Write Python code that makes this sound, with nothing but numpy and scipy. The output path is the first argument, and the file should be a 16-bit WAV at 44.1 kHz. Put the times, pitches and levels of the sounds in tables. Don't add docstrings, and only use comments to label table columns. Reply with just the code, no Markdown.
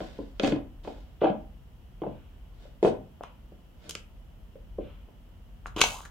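import sys
import numpy as np
from scipy import signal
from scipy.fft import rfft, irfft
from scipy.io import wavfile

SR = 44100
rng = np.random.default_rng(int(sys.argv[2]) if len(sys.argv) > 2 else 0)


def bounce(signal):
    frames = np.transpose(np.atleast_2d(signal))
    limited = np.clip(frames, -1, 1)
    pcm = np.round(limited * 32767).astype(np.int16)
    wavfile.write(sys.argv[1], SR, pcm)


N = 269089

# (frequency [Hz], likeness [0 to 1])
EAR_LIKENESS = [(40, 0.92), (240, 0.74), (700, 0.29), (1500, 0.208), (3000, 0.02), (12000, 0.075)]
# (frequency [Hz], level [dB])
BACKGROUND_TONE = [(25, 3.5), (53, -7.5), (95, -20.5), (183, -16.5), (340, -31.5), (560, -31.5),
                   (1100, -39.5), (1700, -44), (2400, -46), (3300, -50), (4700, -53.5), (6700, -55),
                   (9500, -60), (13400, -54)]
# (time [s], level [dB])
RUMBLE_SHAPE = [(0.0, -53), (2.97, -56.5), (3.29, -60), (4.52, -54.5), (4.74, -50.5), (4.89, -45),
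                (5.08, -59), (5.74, -49.5), (6.1, -58)]
# (frequency [Hz], time to fade by 60 dB [s])
ECHO_FADE = [(120, 0.59), (320, 0.29), (840, 0.34), (2500, 0.3), (6000, 0.15), (14000, 0.49)]
# (frequency [Hz], level [dB])
ECHO_TONE = [(100, 4.5), (400, 0.5), (1000, 1), (3000, 1.5), (7000, 3), (15000, -18.5)]
# (from time [s], across the room [m], along the room [m])
FOOT_SPOTS = [(0, .83, 2.57), (.8, .93, 2.37), (2.6, 1.18, 2.17), (3.1, .92, 2.19)]

# (pitch [Hz], width [Hz], level [dB])
SKIN_NOTES = [(970, 570, 0.5), (1574, 88, 4), (2560, 1080, -1), (3370, 630, 3.5), (4020, 450, -1.5),
              (5130, 340, -1.5), (5970, 1600, 1), (6480, 2300, 0), (8570, 760, -6.5), (11400, 18000, -18.5)]
# (pitch [Hz], width [Hz], level [dB])
AIR_NOTES = [(890, 12, -18), (995, 29, -6), (2228, 17, 6.5), (2623, 18, 2.5), (3006, 41, 3),
             (3180, 14, 4.5), (3730, 32, 3), (3950, 21, 8), (4450, 22, 7.5), (5760, 25, 2), (6200, 25, 1.5),
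             (6780, 30, 5.5)]
# (time [s], level [dB], rise [s], hold [s], fall [s])
TOY_RUBS = [(1.213, -47, 0.007, 0.055, 0.059), (2.05, -68, 0.08, 0.055, 0.53),
            (3.229, -59.5, 0.0092, 0.025, 0.079), (4.815, -64.5, 0.049, 0.11, 0.14)]
# (time [s], level [dB], rise [s], hold [s], fall [s])
SKIN_CREEPS = [(5.657, -60, 0.016, 0.021, 0.07), (5.726, -72.5, .03, .04, .02),
               (5.96, -56, .05, 0.052, 0.038)]
# (time [s], level [dB], pitch [Hz])
AIR_INTAKE = [(5.83, -89.5, 581), (5.87, -72, 687), (5.92, -46, 778.5), (5.95, -43, 878), (5.99, -50, 981),
              (6.02, -60, 1272), (6.055, -51, 1627), (6.08, -84, 1790)]
# (time [s], level [dB], pitch [Hz])
TOY_POPS = [(3.209, -26.5, 660), (3.237, -26, 1050), (3.892, -38.5, 420), (3.954, -35.5, 500),
            (3.9542, -31.5, 1490), (5.659, -22.5, 1350), (5.67, -33.5, 1030), (5.763, -25.5, 328),
            (5.773, -26, 412), (5.798, -24, 420), (5.814, -16.5, 425), (5.8162, -14, 990),
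            (5.839, -13, 870), (6.006, -32.5, 1040), (6.053, -35.5, 1730), (6.058, -34, 1490)]
# (time [s], level [dB], brightness [Hz], length [s])
TOY_SNAPS = [(3.235, -37, 6400, 0.00051), (3.893, -28, 10900, 0.0004), (3.894, -22.5, 10800, 0.005),
             (3.909, -24, 11200, 0.0013), (3.952, -20, 4000, 0.00061), (5.666, -41, 8600, 0.012),
             (5.763, -30, 4000, 0.0022), (5.807, -18, 4000, 0.005), (5.8138, -9, 4840, 0.0013),
             (5.8148, -0.5, 4100, 0.0028), (5.838, -11.5, 4550, 0.0049), (5.878, -34, 7000, 0.0014),
             (6.051, -40.5, 12100, 0.0082)]

# (pitch [Hz], level [dB], time to fade by 60 dB [s])
BOARD_NOTES = [(136.2, -6.5, 0.47), (198.1, 1.5, 0.1), (282, -5, 0.14), (324.7, 2, 0.06), (422, 1, 0.035),
               (547, 7.5, 0.038), (623.4, 2.5, 0.039), (766, -2.5, 0.058), (842, -7.5, 0.046),
               (1038, -1, 0.025), (1180, -9.5, 0.022), (1620, -11.5, 0.02)]
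# (pitch [Hz], level [dB], time to fade by 60 dB [s])
SHOE_NOTES = [(1500, 6.5, 0.00434), (2150, -4, 0.026), (2532, -2, 0.032), (2988, -4.5, 0.04),
              (3260, -4, 0.038), (3600, -10, .035), (4420, -2.5, 0.01), (4720, -4.5, 0.0054),
              (5900, -9, 0.0075), (6600, -6.5, 0.014), (7620, -21, 0.013)]
# (frequency [Hz], level [dB])
SCUFF_TONE = [(600, 6), (1000, -8), (1700, -3.5), (2700, -12.5), (3600, -2), (5000, -13), (7000, -18),
              (9800, -26.5), (15000, -32.5)]
# (time [s], level [dB], rise [s], hold [s], fall [s])
SOLE_SLIDES = [(0, -48.5, .02, 0.0021, 0.3), (0.435, -39, 0.035, 0.048, 0.06),
               (0.838, -55, 0.006, 0.023, 0.28), (2.629, -59, 0.11, 0.0025, 0.12),
               (2.836, -42.5, 0.012, 0.046, 0.0123), (3.837, -57, 0.06, 0.063, 0.05)]
# (time [s], level [dB])
FLOOR_BENDS = [(0.436, -42), (0.522, -26), (1.219, -35.5), (1.297, -36), (2.019, -38)]
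# (time [s], level [dB], pitch [Hz], width [Hz])
TIP_TICKS = [(0.3975, -15, 3180, 895), (0.434, -23, 3500, 1480), (0.4428, -30, 3760, 2200),
             (0.475, -22, 3880, 1590), (0.561, -39, 3170, 1200), (0.848, -51, 3220, 2500),
             (2.8284, -40, 4000, 3500)]
# (time [s], thud level [dB],
# click level [dB], thud pitch [Hz], thud spread [octaves], grit length [s], click brightness [Hz])
KNOCKS = [(0.004, -20.5, -41.5, 450, 1.6, 0.00088, 3640), (0.016, -26, -58, 460, 1.2, 0.0071, 3600),
          (0.1885, -20.5, -62, 407, 0.77, 0.0011, 1200), (0.3973, -14.5, -30, 407, 0.6, 0.0017, 4140),
          (0.435, -7, -31, 345, 0.59, 0.0034, 5000), (0.444, -17, -27, 460, 1.3, 0.0064, 5100),
          (0.4755, -13, -30.5, 513, 0.5, 0.0013, 5050), (0.521, -11.5, -32.5, 370, 2, 0.0026, 4020),
          (0.5608, -21.5, -48, 490, 1.34, 0.0038, 3530), (0.848, -30, -51, 540, 1.6, 0.0012, 3900),
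          (0.875, -20, -47, 550, 0.83, .005, 2980), (0.979, -40, -64, 557, 1.2, 0.0018, 3000),
          (1.2169, -7, -45, 550, 0.73, 0.007, 2270), (1.2335, -7.5, -47, 560, 1, 0.0043, 2180),
          (1.243, -5.5, -36.5, 730, 1, 0.0035, 2210), (1.2492, -8, -50, 490, 0.32, .005, 2020),
          (1.2555, -12.5, -52, 980, 1, .004, 2400), (1.267, -11, -45, 617, 1.2, 0.0044, 2000),
          (1.297, -14.5, -41.5, 280, 1.9, 0.0033, 1800), (2.018, -17, -46, 494, 1.6, 0.0012, 1750),
          (2.036, -20, -57, 550, 1.3, .001, 1790), (2.066, -18.5, -52.5, 490, 1.1, 0.0018, 1300),
          (2.652, -35, -63, 590, 0.31, 0.0018, 2050), (2.8282, -4, -31.5, 450, 0.64, 0.00039, 8000),
          (2.848, -1.5, -33, 453, 0.27, 0.0043, 3200), (2.8560, -6.5, -57, 650, 0.71, 0.0035, 2500),
          (2.874, -11, -41.5, 427, 0.47, 0.013, 2530), (3.518, -37, -74, 480, 0.67, 0.0011, 1000),
          (4.555, -32.5, -62, 463, 1.8, 0.0012, 1010), (4.784, -15.5, -53, 402, 0.35, 0.00086, 900),
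          (5.086, -43, -68, 390, 1, 0.00087, 1000)]

ROOM_M, LISTENER_M = (4.37, 4.04, 2.86), (.88, 1.43, .45)
TEAR_S, FREE_S = 5.762, 5.822


def from_db(db):
    return 10 ** (np.asarray(db) / 20)


def rms_one(x):
    return x / np.sqrt(np.mean(x ** 2) + 1e-20)


def in_time(rows):
    times, *columns = np.transpose(rows)
    return [np.interp(np.arange(N) / SR, times, column) for column in columns]


def at_hz(points, hz):
    frequencies, values = np.transpose(points)
    return np.interp(np.log(hz), np.log(frequencies), values)


def butter(x, hz, kind, order=2):
    sections = signal.butter(order, np.clip(hz, 10, .45 * SR), kind, fs=SR, output="sos")
    return signal.sosfilt(sections, x + 1e-18)


def resonate(x, hz, width_hz):
    r = np.exp(-np.pi * width_hz / SR)
    feedback = [1, -2 * r * np.cos(2 * np.pi * hz / SR), r * r]
    return signal.lfilter(np.array([1, 0, -1]) * (1 - r * r) / 2, feedback, x + 1e-18)


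def ring(hz, fade_s):
    t = np.arange(SR // 4) / SR
    return np.sin(2 * np.pi * hz * t) * from_db(-60 * t / fade_s)


def add(out, s, sound, pan_db=0):
    i = max(0, round(s * SR))
    out[:, i:i + sound.shape[-1]] += (sound * from_db([[pan_db / 2], [-pan_db / 2]]))[:, :N - i]


def swell(s, db, rise_s, hold_s, fall_s):
    t = np.arange(N) / SR - s
    away = np.maximum(-t, 0) / rise_s + np.maximum(t - hold_s, 0) / fall_s
    return from_db(db - 20 * np.minimum(away, 10))


def noise_bands(size):
    edges = 22 * 2 ** np.arange(0, 10, .5)
    white = rng.standard_normal((2, 2, size + SR // 4))
    for k, band in enumerate(zip(edges, edges[1:])):
        mid, side = butter(white[k % 2], band, "band")[:, -size:]
        hz = np.sqrt(band[0] * band[1])
        alike = at_hz(EAR_LIKENESS, hz)
        yield hz, (np.sqrt(1 + alike) * mid + np.sqrt(1 - alike) * side * [[1], [-1]]) / np.sqrt(2)


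def grains(per_s, spread_db):
    sizes = from_db(spread_db * np.minimum(rng.exponential(1, N), 4)) * rng.choice([-1, 1], N)
    return sizes * (rng.random(N) < per_s / SR)


def burst(length_s, stereo_spread=1.0, evenness=0.34):
    t = np.arange(SR // 10) / SR
    noise = rng.standard_normal(len(t)) + stereo_spread * rng.standard_normal((2, len(t)))
    spectrum = rfft(noise * np.exp(-t / length_s))
    evened = irfft(spectrum / np.abs(spectrum) ** evenness, len(t))
    return evened * np.exp(-t / length_s / 10)


def background(hush_db=-45.5, rumble_db=-48.5, split_hz=140):
    noise = sum(from_db(at_hz(BACKGROUND_TONE, hz)) * band for hz, band in noise_bands(N))
    hush = from_db(hush_db) * rms_one(noise)
    rumble = rms_one(butter(butter(hush, 37, "high", order=8), split_hz, "low"))
    shape_db, = in_time(RUMBLE_SHAPE)
    waver_db = 0.8 * (shape_db - shape_db.mean())
    return rumble * from_db(rumble_db + waver_db) + butter(hush, split_hz, "high")


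def thin_hiss(hiss_db=-75.5, whistle_db=-80.0):
    white = rng.standard_normal((2, 2, N))
    hiss = butter(white[0], (2600, 3400), "band", order=5)
    whistle = resonate(white[1], hz=2975, width_hz=45)
    return from_db(hiss_db) * rms_one(hiss) + from_db(whistle_db) * rms_one(whistle)


def wall_echoes(foot_m, ear_m, bounce_db=-3.0):
    cells = np.stack(np.meshgrid(*[np.arange(-5, 6)] * 3), axis=-1).reshape(-1, 3)
    images = cells * ROOM_M + np.where(cells % 2, np.subtract(ROOM_M, foot_m), foot_m)
    metres = np.linalg.norm(images - ear_m, axis=1)
    bounces = np.abs(cells).sum(axis=1)
    delay_s = (metres - metres.min()) / 343
    heard = (cells[:, 2] >= 0) & (bounces > 0)
    gain = metres.min() / metres * from_db(bounce_db * bounces) * (-1.) ** bounces
    return np.bincount(np.round(delay_s * SR).astype(int)[heard], gain[heard], SR)


def room(x, build_s=0.0028, ear_gap_m=.12, foot_height_m=.03):
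    t = np.arange(SR) / SR
    wash = sum(band * from_db(at_hz(ECHO_TONE, hz) - 60 * t / at_hz(ECHO_FADE, hz))
               for hz, band in noise_bands(SR))
    wash *= 1 - np.exp(-(t / build_s) ** 2)
    wash = from_db(-2.5) * wash / np.sqrt(np.sum(wash ** 2) / 2)
    ears = [np.add(LISTENER_M, [side * ear_gap_m / 2, 0, 0]) for side in (-1, 1)]
    parts = np.split(x, [round(spot[0] * SR) for spot in FOOT_SPOTS[1:]], axis=1)
    out = np.zeros((2, N))
    for (s, across, along), part in zip(FOOT_SPOTS, parts):
        early = np.array([wall_echoes((across, along, foot_height_m), ear) for ear in ears])
        add(out, s, signal.fftconvolve(part, from_db(-3) * early + wash, axes=1))
    return out


def skin(x, bright_hz, lean_db=1.5):
    sides_db = np.array([[lean_db], [-lean_db]])
    sound = sum((-1) ** k * from_db(db + (-1) ** k * sides_db) * resonate(x, hz, width)
                for k, (hz, width, db) in enumerate(SKIN_NOTES))
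    return butter(sound, bright_hz, "low", order=1)


def trapped_air(x, lean_db=3.0, pinned_share=0.29):
    sides_db = np.array([[lean_db], [-lean_db]])
    push = x * np.where(np.arange(N) / SR > TEAR_S, 1, pinned_share)
    return x + sum(from_db(db - (-1) ** k * sides_db) * resonate(push, hz, width)
                   for k, (hz, width, db) in enumerate(AIR_NOTES))


def rubbing():
    slips = grains(per_s=20000, spread_db=0.5)
    drag = slips + 19 * skin(slips, bright_hz=3020)
    dull = butter(butter(drag, 3300, "low", order=4), 1000, "high")
    return sum(swell(*stroke) for stroke in TOY_RUBS) * rms_one(dull)


def suction(width_hz=300, gulp_hz=90, gulp_db=3.5):
    db, pitch_hz = in_time(AIR_INTAKE)
    flutter = butter(rng.standard_normal((2, N)), width_hz / 2, "low")
    gulps = from_db(gulp_db * rms_one(butter(rng.standard_normal(N), gulp_hz, "low")))
    phase = 2 * np.pi * np.cumsum(pitch_hz) / SR
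    breathy_note = flutter[0] * np.cos(phase) + flutter[1] * np.sin(phase)
    return from_db(db) * rms_one(gulps * breathy_note)


def peel(free_db=-27, rise_db_per_s=164, fade_db_per_s=138, shrink_s=0.14):
    t = np.arange(N) / SR - FREE_S
    tear = from_db(free_db + np.minimum(rise_db_per_s * t, -fade_db_per_s * t)) * (t > TEAR_S - FREE_S)
    creep = sum(swell(*stroke) for stroke in SKIN_CREEPS)
    slips = grains(per_s=1300, spread_db=1.5)
    coarse = rms_one(skin(slips, bright_hz=1170))
    fine = rms_one(butter(skin(slips, bright_hz=15000), 7600, "high", order=1))
    fine_share = np.clip(0.26 + t / shrink_s, 0.15, 0.81)
    return np.hypot(creep, tear) * ((1 - fine_share) * coarse + fine_share * fine)


def pops(cycles=5.44, overtone=1.73, opening_cycles=0.24):
    out = np.zeros((2, N))
    for s, db, hz in TOY_POPS:
        pop = ring(hz, cycles / hz) + from_db(-9) * ring(hz * overtone, cycles / hz / overtone)
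        opening = 1 - np.exp(-np.arange(len(pop)) / SR * hz / opening_cycles)
        pop = butter(pop * opening, 1.96 * hz, "low", order=3)
        add(out, s, from_db(db) * pop / np.abs(pop).max(), pan_db=1.5)
    return out


def snaps(crack_share=0.093):
    out = np.zeros((2, N))
    for s, db, bright_hz, length_s in TOY_SNAPS:
        tear = burst(length_s, stereo_spread=0.46)
        snap = skin(tear, bright_hz) + crack_share * butter(tear, bright_hz, "low")
        snap = butter(snap, 0.93 * bright_hz, "high", order=1)
        add(out, s, from_db(db) * snap / np.abs(snap).max())
    return out


def heel_rattle():
    slips = butter(butter(grains(per_s=900, spread_db=-3.5), 3500, "high"), 6500, "low")
    stroke = swell(s=2.849, db=-59.5, rise_s=0.0036, hold_s=0.048, fall_s=0.0036)
    return stroke * rms_one(slips + 1.6 * resonate(slips, hz=8220, width_hz=350))


def scuffs(ring_share=0.79):
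    rub = sum(from_db(at_hz(SCUFF_TONE, hz)) * band for hz, band in noise_bands(N))
    catches = butter(np.abs(grains(per_s=2400, spread_db=-6)), 190, "low", order=1)
    slips = rub * catches
    rings = sum(resonate(slips, hz, width_hz=70) for hz, _, _ in SHOE_NOTES)
    return rms_one(slips + ring_share * rings) * sum(swell(*stroke) for stroke in SOLE_SLIDES)


def floor_flex():
    out = np.zeros((2, N))
    for s, db in FLOOR_BENDS:
        add(out, s, from_db(db) * (ring(hz=140, fade_s=0.17) - ring(hz=199, fade_s=0.076)))
    return out


def heel_ticks(contact_s=0.00039):
    out = np.zeros((2, N))
    for s, db, hz, width_hz in TIP_TICKS:
        tick = resonate(burst(contact_s), hz, width_hz)
        tick = butter(tick, (hz / 2, hz + 2 * width_hz), "band")
        add(out, s, from_db(db) * tick / np.abs(tick).max())
    return out


def click(grit_s, bright_hz, detune=0.0072):
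    shoe = sum((-1) ** k * from_db(db) * ring(hz * np.exp(rng.normal(0, detune)), fade_s)
               for k, (hz, db, fade_s) in enumerate(SHOE_NOTES))
    shoe[0] = 0.3
    sound = butter(signal.fftconvolve(burst(grit_s), shoe[None], axes=1), bright_hz, "low")
    return sound / np.abs(sound).max()


def thud(spot_hz, spread_octaves, scatter_db=5.0, cycles=5.9, board_share=0.7):
    boards = 0
    for k, (hz, db, fade_s) in enumerate(BOARD_NOTES):
        nearness = 1 / (1 + (np.log2(hz / spot_hz) / spread_octaves) ** 2)
        boards += (-1) ** k * nearness * from_db(db + rng.normal(0, scatter_db)) * ring(hz, fade_s)
    sound = ring(spot_hz, cycles / spot_hz) + board_share * boards / np.abs(boards).max()
    sound = butter(butter(sound, 3.7 * spot_hz, "low", order=3), 0.34 * spot_hz, "high")
    return sound / np.abs(sound).max()


def knocks(board_delay_s=0.000045):
    thuds, clicks = np.zeros((2, 2, N))
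    for s, thud_db, click_db, spot_hz, spread, grit_s, bright_hz in KNOCKS:
        add(thuds, s + board_delay_s, thud(spot_hz, spread) * from_db(thud_db - 6.5), pan_db=0.4)
        add(clicks, s, click(grit_s, bright_hz) * from_db(click_db + 6.5), pan_db=0.4)
    return thuds, clicks


def scene():
    thuds, clicks = knocks()
    ticks = heel_ticks()
    slides = scuffs() + rubbing() + heel_rattle()
    toy = from_db(-1.5) * trapped_air(snaps() + peel()) + pops() + suction()
    direct = thuds + floor_flex() + clicks + ticks + slides + toy
    to_room = (from_db(-2.5) * thuds + from_db(-6.5) * clicks + from_db(-10.5) * ticks
               + from_db(-1.5) * slides + from_db(-6) * toy)
    return direct + room(to_room) + background() + thin_hiss()


def record(dry):
    treble_cut = signal.ellip(10, .1, 80, 15800, fs=SR, output="sos")
    return signal.sosfilt(treble_cut, np.clip(dry, -1, 1))


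dry = scene()
out = record(dry)
bounce(out)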